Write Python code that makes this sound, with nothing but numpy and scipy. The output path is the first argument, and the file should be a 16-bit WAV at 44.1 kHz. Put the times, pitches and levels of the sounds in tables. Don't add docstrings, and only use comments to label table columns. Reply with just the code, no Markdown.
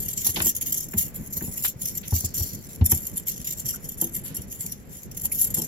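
import sys
import numpy as np
from scipy import signal
from scipy.fft import rfft, irfft, next_fast_len
from scipy.io import wavfile
from scipy.ndimage import uniform_filter1d, map_coordinates

SR = 44100
rng = np.random.default_rng(int(sys.argv[2]) if len(sys.argv) > 2 else 0)


def int16_out(signal):
    q = np.round(np.clip(np.atleast_2d(signal).T, -1, 1) * 32767)
    wavfile.write(sys.argv[1], SR, q.astype(np.int16))


N = 250047

# start in seconds, length in seconds, level in dB.
THRASHES = [(0.0, 0.14, -32.5), (0.168, 0.056, -30.5), (0.249, 0.055, -26.5), (0.339, 0.064, -33),
            (0.436, 0.067, -23), (0.669, 0.041, -29), (0.737, 0.06, -34), (0.804, 0.028, -32),
            (0.981, 0.047, -24), (1.054, 0.03, -39), (1.143, .14, -43.5), (1.323, 0.032, -36.5),
            (1.361, 0.29, -34.5), (1.63, 0.056, -27.5), (1.812, 0.098, -34.5), (1.947, 0.024, -33),
            (2.061, 0.082, -41), (2.144, 0.065, -28), (2.352, 0.082, -28), (2.472, 0.08, -38.5),
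            (2.627, .13, -44.5), (2.904, 0.054, -26.5), (2.988, 0.094, -35), (3.142, 0.07, -38.5),
            (3.272, 0.047, -30), (3.335, 0.077, -40.5), (3.443, 0.092, -34), (3.58, 0.022, -35),
            (3.669, 0.035, -28), (3.73, 0.035, -35.5), (3.844, 0.088, -38), (3.985, 0.092, -34.5),
            (4.142, 0.034, -32), (4.245, 0.036, -34), (4.349, 0.011, -31.5), (4.515, 0.032, -34.5),
            (4.601, 0.034, -31.5), (4.662, 0.08, -42.5), (4.897, 0.22, -43.5), (5.125, 0.12, -35.5),
            (5.245, 0.019, -24.5), (5.322, 0.034, -28.5), (5.387, 0.075, -24), (5.564, 0.016, -28),
            (5.622, 0.014, -30)]
# start in seconds, length in seconds, level in dB.
FLICKS = [(.003, 0.0047, -26), (0.085, 0.0027, -23), (0.132, .002, -29), (0.176, .004, -23),
          (0.247, 0.017, -22.5), (0.268, 0.0037, -13), (0.302, .002, -26), (.342, .003, -32),
          (0.421, 0.0041, -19), (0.447, .0035, -23.5), (0.469, 0.0038, -15.5), (0.479, .004, -18.5),
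          (0.492, 0.0046, -20), (0.552, .0017, -24.5), (0.565, 0.003, -22.5), (0.573, 0.0019, -30),
          (0.584, .001, -34), (0.613, 0.0026, -23.5), (0.621, 0.0068, -24), (0.68, 0.0036, -32),
          (.696, .002, -31), (0.724, 0.0049, -18.5), (0.744, 0.0044, -23), (0.774, 0.009, -25),
          (0.806, .003, -27.5), (0.832, .003, -41), (.887, .0017, -36), (0.912, .002, -38),
          (0.92, .002, -34.5), (0.939, .002, -30), (0.981, 0.0081, -18.5), (1.012, .006, -30),
          (1.146, .002, -35), (1.156, .007, -29.5), (1.262, .002, -38.5), (1.31, .002, -45),
          (1.369, 0.0086, -24), (1.425, .003, -28), (1.544, .002, -50), (1.575, 0.0054, -26.5),
          (1.625, .003, -27), (1.652, .004, -22), (1.819, 0.0049, -26.5), (1.831, .0005, -26),
          (1.856, 0.004, -22), (1.885, 0.0023, -25), (1.953, .001, -30.5), (1.974, .007, -25),
          (2.08, .003, -28), (2.108, .002, -29), (2.152, .004, -25), (2.247, 0.014, -24.5),
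          (2.343, 0.0046, -27), (2.381, 0.0045, -26.5), (2.432, 0.0036, -25), (2.475, .002, -33),
          (2.497, .002, -35), (2.532, .004, -34), (2.732, 0.0034, -38), (2.844, 0.0056, -31.5),
          (2.858, 0.0053, -13.5), (2.918, 0.0019, -9.5), (2.974, 0.0037, -25.5), (3.02, .002, -34.5),
          (3.069, 0.0026, -23.5), (3.172, 0.0081, -22.5), (3.272, .002, -25.5), (3.282, .005, -21.5),
          (3.472, .004, -25.5), (3.508, 0.0038, -25.5), (3.664, 0.003, -27), (3.69, 0.0031, -29.5),
          (3.846, .002, -39), (3.89, 0.0043, -27.5), (3.983, .002, -40), (4.014, 0.004, -15.5),
          (4.043, 0.0026, -20), (4.14, .002, -33), (4.164, .004, -24.5), (4.251, .002, -37),
          (4.347, 0.0027, -29), (4.368, 0.0046, -26.5), (4.419, 0.0022, -33), (4.483, .001, -42.5),
          (4.52, 0.0027, -37.5), (4.608, .003, -26), (4.697, .002, -39), (4.721, 0.0045, -27.5),
          (5.033, .002, -35.5), (5.115, 0.0024, -35.5), (5.246, .003, -33), (5.322, 0.0028, -21.5),
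          (5.39, .005, -19), (5.398, .003, -24), (5.415, 0.0059, -14), (5.431, .004, -21.5),
          (5.444, 0.0048, -20), (5.504, 0.0047, -29), (5.544, 0.0059, -18), (5.587, 0.0027, -21.5),
          (5.619, 0.0046, -23.5)]
# middle in seconds, length in seconds.
FREE_FLIGHTS = [(0.537, 0.029), (0.596, 0.014), (0.72, 0.01), (0.885, 0.016), (1.127, 0.025),
                (1.753, 0.047), (2.334, 0.011), (3.249, 0.013), (3.441, 0.0081), (3.783, 0.033),
                (3.965, 0.012), (4.105, 0.0045), (4.229, 0.0082), (4.34, 0.018), (4.466, 0.011),
                (5.103, 0.096), (5.285, 0.033), (5.538, 0.0083)]
# frequency in Hz, width in Hz, level in dB.
HOLLOW_MODES = [(2120, 670, -7), (3220, 1700, -4.5), (4870, 5400, 5.5)]
DEEP_MODES = [(5620, 650, -6), (5910, 570, -2.5), (6370, 440, -2), (7080, 470, 3), (7385, 500, 2)]
MAIN_MODES = [(9006, 490, -12), (9520, 1100, -14.5), (10746, 920, -9), (11155, 360, 0), (11340, 260, -2.5),
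              (11700, 630, 2), (12160, 440, -1.5), (12560, 450, -8), (12830, 490, -1.5)]
TOP_MODES = [(13400, 1200, -1.5), (14740, 390, 1), (14400, 790, 0), (15550, 420, -10)]
# time in seconds, then the weights of the hollow, deep
# and top modes in dB against the main modes.
SHELL_TIMBRE = [(0.06, -24.5, -11.5, -18), (0.19, -16, -1.5, -8), (0.27, -18, -9.5, -11),
                (0.47, -21, -6.5, -6), (0.565, -30, -8.5, -13), (0.62, -17, -6, -7.5),
                (0.69, -21, -9.5, -8), (0.79, -25, -4.5, -7), (1.07, -23, -10, -6), (2.19, -19, -7, -8.5),
                (2.26, -18.5, -2.5, -4.5), (2.37, -23, -6, -7), (2.7, -14.5, -6.5, -7),
                (2.865, -29.5, -11.5, -16), (3.29, -20, -8.5, -13.5), (3.49, -14, -4, -8.5),
                (4.017, -44, -11, -18), (4.16, -23, -12.5, -21), (4.37, -34, -11.5, -16),
                (4.53, -22.5, -7.5, -13), (4.72, -20, -9, -12), (5.16, -21.5, -7.5, -11),
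                (5.34, -31, -15.5, -11), (5.55, -22.5, -7.5, -17)]
# frequency in Hz, width in Hz, level in dB.
HOOK_MODES = [(1857, 33, -0.5), (2843, 27, -1), (3100, 24, 4.5), (3280, 57, 2.5), (3489, 19, 2),
              (3660, 40, 0), (4550, 38, 2.5)]
# time in seconds, level in dB against the rattle.
METALLIC_RING_LEVEL = [(0, -25), (1.05, -29), (1.25, -42), (2.6, -29.5), (2.9, -33.5), (3.6, -25.5),
                       (4.1, -26), (4.4, -26.5), (5.67, -30.5)]
# frequency in Hz, spectral density in dB.
WASH_SPECTRUM = [(20, 11.5), (35, -14), (50, 4.5), (80, -0.5), (130, 1.5), (200, 0), (300, -9.5),
                 (480, -12.5), (750, -21.5), (1200, -27.5), (2000, -24.5), (3500, -36), (8000, -38),
                 (16000, -81)]
# time in seconds, level in dB.
WASH_DRIFT = [(0, -41), (.9, -41), (1.5, -39), (1.85, -41.5), (3.85, -39.5), (4.9, -42), (5.67, -38)]
# frequency in Hz, correlation coefficient.
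WASH_COHERENCE = [(40, 0.3), (100, 0.48), (300, 0.83), (700, 0.014), (2000, 0.044)]
# frequency in Hz, level in dB, t60 in seconds.
BOOM_MODES = [(60, -14, 0.041), (86.4, 2.5, 0.13), (102, -3, 0.11)]
KNOCK_MODES = [(165.3, 4, 0.11), (203.3, 7, 0.047), (226.5, -1, 0.15), (274, -14.5, 0.27),
               (315, -1.5, 0.057), (395, -8, 0.1), (480, -15, 0.087), (717, -23, 0.17), (795, -18, 0.1),
               (893, -10.5, 0.042), (1045, -19, 0.06)]
# start in seconds, then boom, knock and wet slap levels in dB.
BODY_LANDINGS = [(0.259, -47, -26.5, -32.5), (0.286, -25, -26, -39), (0.372, -44, -22, -50),
                 (0.402, -23.5, -24.5, -27), (0.439, -35, -28, -40), (0.463, -46, -24.5, -39),
                 (0.936, -50, -19.5, -40), (0.955, -21.5, -27, -52), (1.367, -28, -28, -44),
                 (1.413, -38, -20, -45), (1.431, -29, -26, -61), (1.475, -27.5, -27.5, -44),
                 (2.122, -8, -20, -29), (2.159, -25, -32, -60), (2.236, -18, -27, -39.5),
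                 (2.401, -15.5, -25, -43.5), (2.81, -2.5, -14, -34), (2.918, -13.5, -19, -28),
                 (4.021, -48, -24.5, -34), (4.042, -52, -27.5, -51), (4.642, -37, -26.5, -54),
                 (5.245, -35, -34, -42.5), (5.57, -30.5, -20.5, -37.5), (5.591, -44, -27, -49),
                 (5.62, -50, -24.5, -59)]
# start in seconds, level
# in dB, t60 in seconds, # centre frequency in Hz, spread in octaves.
SMACKS_AND_SCRAPES = [(0.359, -17.5, 0.055, 3260, 0.73), (.365, -32, 0.23, 900, 1.3),
                      (0.402, -9, 0.014, 1880, 0.98), (0.407, -36, 0.037, 465, 0.64),
                      (0.417, -29, 0.031, 1400, 1.3), (0.934, -27.5, 0.028, 1800, 0.67),
                      (1.408, -32.5, 0.038, 1740, 0.48), (1.646, -22.5, 0.07, 1660, 1.9),
                      (2.03, -41, 0.16, 2510, 0.87), (2.13, -44.5, 0.8, 4620, 0.23), (2.24, -34, 0.091, 5050, .25),
                      (2.371, -43.5, 0.77, 4550, 0.17), (2.811, -33, 0.035, 2420, 1),
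                      (2.92, -23, 0.025, 2050, 0.55), (3.739, -35, 0.067, 1410, 0.16),
                      (4.249, -48, 0.69, 2230, 1.8), (5.316, -27, 0.024, 2300, 0.16)]
# frequency in Hz, level in dB, free t60 in seconds.
BOX_MODES = [(240, -5.5, 0.21), (335.2, -1, 0.21), (433, -9.5, 0.13), (486, 1.5, 0.053), (665, -13, 0.12),
             (769, -20.5, 0.29), (880, -15, .13), (1182, -45, 0.23)]
# start in seconds, level in dB, tilt in dB per octave,
# ring time as a fraction of the free t60.
BOX_BUMPS = [(.366, -32.5, 4, .9), (.404, -35, 7, 1), (.461, -34, 3, 0.59), (1.414, -35, -9, 1),
             (2.125, -37, 0, 0.43), (2.811, -30, -1, .3), (2.92, -23, 5, .35), (4.02, -26, 0.5, 0.5),
             (4.042, -35, -5, 1), (5.572, -37.5, 4, 1), (5.592, -35, 4, 0.74)]
# frequency in Hz, t60 in seconds.
HULL_DECAY = [(100, 0.022), (1000, 0.033), (6000, 0.18), (14000, 0.039)]


def amp(db):
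    return 10 ** (np.asarray(db) / 20)


def unit(x):
    return x / np.sqrt(np.mean(x ** 2) + 1e-20)


def along(points, hz):
    f, values = np.transpose(points)
    return np.interp(np.log(hz + 1), np.log(f + 1), values)


def wobble(rate):
    knots = rng.standard_normal(int(N * rate / SR) + 4)
    return map_coordinates(knots, [np.arange(N) * rate / SR])


def filtered(x, response):
    n = x.shape[-1]
    padded = next_fast_len(n + SR // 2)
    return irfft(rfft(x, padded) * response(np.fft.rfftfreq(padded, 1 / SR)), padded)[..., :n]


def add(track, start, sound):
    part = track[round(start * SR):][:len(sound)]
    part += sound[:len(part)]


def fade(t, t60):
    return np.exp(-np.log(1000) * np.maximum(t, 0) / t60)


def local_rms(x, span_s):
    window = signal.windows.hann(2 * int(span_s * SR) + 1)
    power = np.mean(np.atleast_2d(x) ** 2, axis=0)
    return np.sqrt(abs(signal.fftconvolve(power, window / window.sum(), 'same')) + 1e-9)


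def stray_beads(ticks_per_s=60):
    ticks = (rng.random(N) < ticks_per_s / SR) * amp(4) * rng.uniform(0.77, 1.7, N)
    decay = fade(np.arange(SR // 10) / SR, t60=0.015)
    power = 1 + abs(signal.fftconvolve(ticks ** 2, decay ** 2)[:N])
    return power / power.mean()


def bead_power(clump_db=3.5, swarm_db=-1.0, settle_db=-9.5, lull_db=-20):
    t, power = np.arange(N) / SR, np.zeros(N)
    for start, length, db in THRASHES:
        near = slice(max(0, int((start - .1) * SR)), int((start + 1) * SR))
        age = t[near] - start
        rise = fade(-age, t60=0.071)
        stop = fade(age - length, t60=0.15)
        rolling_on = amp(settle_db) * fade(age - length, t60=0.59)
        power[near] += (amp(db) * rise * np.maximum(stop, rolling_on)) ** 2
    power *= stray_beads() * amp(swarm_db + clump_db * wobble(110)) ** 2
    for middle, length in FREE_FLIGHTS:
        near = abs(t - middle) < 2 * length
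        dip = np.exp(-(2 * (t[near] - middle) / length) ** 2)
        power[near] *= amp(lull_db * dip) ** 2
    for start, length, db in FLICKS:
        near = slice(max(0, int((start - .1) * SR)), int((start + .2) * SR))
        age = t[near] - start
        power[near] += (amp(db) * fade(-age, t60=0.012) * fade(age - length, t60=0.033)) ** 2
    return power


def shell_ring(hits, modes, spot_db=4, turn_db=3.5, independent=0.55):
    out, at = np.zeros((2, N)), np.flatnonzero(hits)
    for hz, width, db in modes:
        shared = rng.choice([-1, 1], len(at)) * amp(spot_db * rng.standard_normal(len(at)))
        separate = rng.standard_normal((2, len(at)))
        blows = np.zeros((2, N))
        blows[:, at] = hits[at] * (np.sqrt(1 - independent) * unit(shared) + np.sqrt(independent) * separate)
        mode = filtered(blows, lambda f: (1j * f * width / (hz * hz - f * f + 1j * f * width)) ** 2)
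        out += unit(mode) * amp(db + turn_db * wobble(12))
    return unit(out)


def turning(x, patchy_db=4.5):
    spectra = signal.stft(x, nperseg=256)[2]
    patches = uniform_filter1d(rng.standard_normal(spectra.shape[1:]), size=2, axis=0)
    patches = uniform_filter1d(patches, size=9, axis=1)
    return signal.istft(spectra * amp(patchy_db * unit(patches)), nperseg=256)[1][:, :N]


def hook_jangle(power):
    def steel(f):
        return sum(amp(db) * 1j * f * np.sqrt(width) / (hz * hz - f * f + 1j * f * width)
                   for hz, width, db in HOOK_MODES)

    rms_gain = np.sqrt(np.mean(abs(steel(np.fft.rfftfreq(N, 1 / SR))) ** 2))
    jolts = (rng.standard_normal(N) + .5 * rng.standard_normal((2, N))) * np.sqrt(power)
    ring_gain = amp(np.interp(np.arange(N) / SR, *np.transpose(METALLIC_RING_LEVEL)))
    return filtered(jolts * ring_gain, steel) / rms_gain


def lure_rattle(hits_per_s=1000, size_db=4.5, medium_db=-30.5, loss_per_db=0.12):
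    t, power = np.arange(N) / SR, bead_power()
    times, *timbre = np.transpose(SHELL_TIMBRE)
    hollow, deep, top = (np.interp(t, times, db) for db in timbre)
    hardness_db = 10 * np.log10(power + amp(medium_db) ** 2 / 100) - medium_db
    loss_db = loss_per_db * hardness_db
    shares = amp([hollow - loss_db, deep - loss_db, np.zeros(N), top]) ** 2
    hits = (rng.random(N) < hits_per_s / SR) * amp(size_db * rng.standard_normal(N))
    out = turning(hook_jangle(power))
    groups, gains_db = (HOLLOW_MODES, DEEP_MODES, MAIN_MODES, TOP_MODES), (3.5, 2.15, 0.0, 2.2)
    for modes, db, group_power in zip(groups, gains_db, power * shares / shares.sum(0)):
        clicks = turning(shell_ring(hits, modes))
        out += amp(db) * np.sqrt(group_power) * clicks / local_rms(clicks, span_s=0.0023)
    return out


def wind_and_water(gain_db=1.97, swell_db=1, lap_db=3.0):
    def mid_and_side(hz):
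        angle = np.arccos(np.clip(along(WASH_COHERENCE, hz), -1, 1)) / 2
        return amp(along(WASH_SPECTRUM, hz)) * [np.cos(angle), np.sin(angle)]

    mid, side = filtered(rng.standard_normal((2, N)), mid_and_side)
    wash = unit(np.array([mid + side, mid - side]))
    low = filtered(wash, lambda hz: 1 / (1 + (hz / 450) ** 4))
    lapping = low * amp(lap_db * wobble(35))
    drift_db = np.interp(np.arange(N) / SR, *np.transpose(WASH_DRIFT))
    return (wash - low + lapping) * amp(drift_db + gain_db + swell_db * wobble(10))


def deck_thumps(boom_attack_s=0.013, knock_attack_s=0.0053, rest_s=0.036, scatter_db=1.5, detune=0.045):
    out, t = np.zeros(N), np.arange(SR // 3) / SR
    pressed = fade(t - rest_s, t60=0.19)
    for start, boom_db, knock_db, _ in BODY_LANDINGS:
        boom = sum(amp(db) * fade(t, t60) * np.sin(2 * np.pi * hz * t) for hz, db, t60 in BOOM_MODES)
        knock = np.zeros(len(t))
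        for hz, db, t60 in KNOCK_MODES:
            strength, shift, phase = rng.standard_normal(3)
            tone = np.sin(2 * np.pi * (hz * (1 + detune * shift) * t + phase))
            knock += amp(db + scatter_db * strength) * fade(t, t60) * tone
        add(out, start, amp(boom_db + 1.5) * boom * pressed * (1 - np.exp(-(t / boom_attack_s) ** 2)))
        add(out, start, amp(knock_db - 7.0) * knock * pressed * (1 - np.exp(-t / knock_attack_s)))
    return out


def wet_slaps(attack_s=0.0026, spatter_db=4, independent=0.68, flank_t60=0.06, flank_hz=665, flank_octaves=1):
    out, t = np.zeros((2, N)), np.arange(SR // 4) / SR
    flank_slaps = [(start, db, flank_t60, flank_hz, flank_octaves) for start, _, _, db in BODY_LANDINGS]
    for start, db, t60, hz, octaves in flank_slaps + SMACKS_AND_SCRAPES:
        shared = np.sqrt(1 - independent) * rng.standard_normal(len(t))
        separate = np.sqrt(independent) * rng.standard_normal((2, len(t)))
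        spatter = (shared + separate) * amp(spatter_db * rng.standard_normal(len(t)))
        burst = filtered(spatter, lambda f: 1 / (1 + (np.log2((f + 1) / hz) / (2 * octaves)) ** 2) ** 4)
        for track, side in zip(out, unit(burst)):
            add(track, start, amp(db) * side * fade(t, t60) * (1 - np.exp(-t / attack_s)))
    return out


def seat_boxes(attack_s=0.0028, scatter_db=2.5):
    out, t = np.zeros(N), np.arange(SR // 3) / SR
    pivot_hz = BOX_MODES[1][0]
    for start, level_db, tilt_db, ring_share in BOX_BUMPS:
        note = np.zeros(len(t))
        for hz, db, t60 in BOX_MODES:
            strength, phase = rng.standard_normal(2)
            gain = amp(db + tilt_db * np.log2(hz / pivot_hz) + scatter_db * strength)
            note += gain * fade(t, t60 * ring_share) * np.sin(2 * np.pi * (hz * t + phase))
        add(out, start, amp(level_db) * note * (1 - np.exp(-t / attack_s)))
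    return out


def in_boat(x, left_lag_ms, left_db, wet_db):
    direct = filtered(x, lambda f: np.exp(1j * np.pi * f * left_lag_ms / 1000 * np.array([[-1], [1]])))
    hz, t, spectra = signal.stft(rng.standard_normal((2, SR // 4)), SR, nperseg=256)
    response = signal.istft(spectra * fade(t, along(HULL_DECAY, hz)[:, None]), SR, nperseg=256)[1]
    response /= np.linalg.norm(response[0])
    diffuse = signal.fftconvolve(np.atleast_2d(x), response, axes=1)[:, :N]
    balance = amp([[left_db / 2], [-left_db / 2]])
    return (direct + amp(wet_db) * diffuse) / np.hypot(1, amp(wet_db)) * balance


def scene():
    lure = in_boat(lure_rattle(), left_lag_ms=0.39, left_db=1.4, wet_db=-13)
    deck = in_boat(deck_thumps() + seat_boxes(), left_lag_ms=0.19, left_db=1.0, wet_db=-22)
    slaps = in_boat(wet_slaps(), left_lag_ms=0.19, left_db=-1.1, wet_db=-6)
    return lure + deck + slaps + wind_and_water()


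def record(dry, low_hz=38, top_hz=15850):
    thinned = signal.sosfilt(signal.butter(2, low_hz, 'high', fs=SR, output='sos'), dry)
    rounded = thinned / (1 + thinned ** 4) ** (1 / 4)
    return filtered(rounded, lambda hz: hz < top_hz)


dry = scene()
out = record(dry)
int16_out(out)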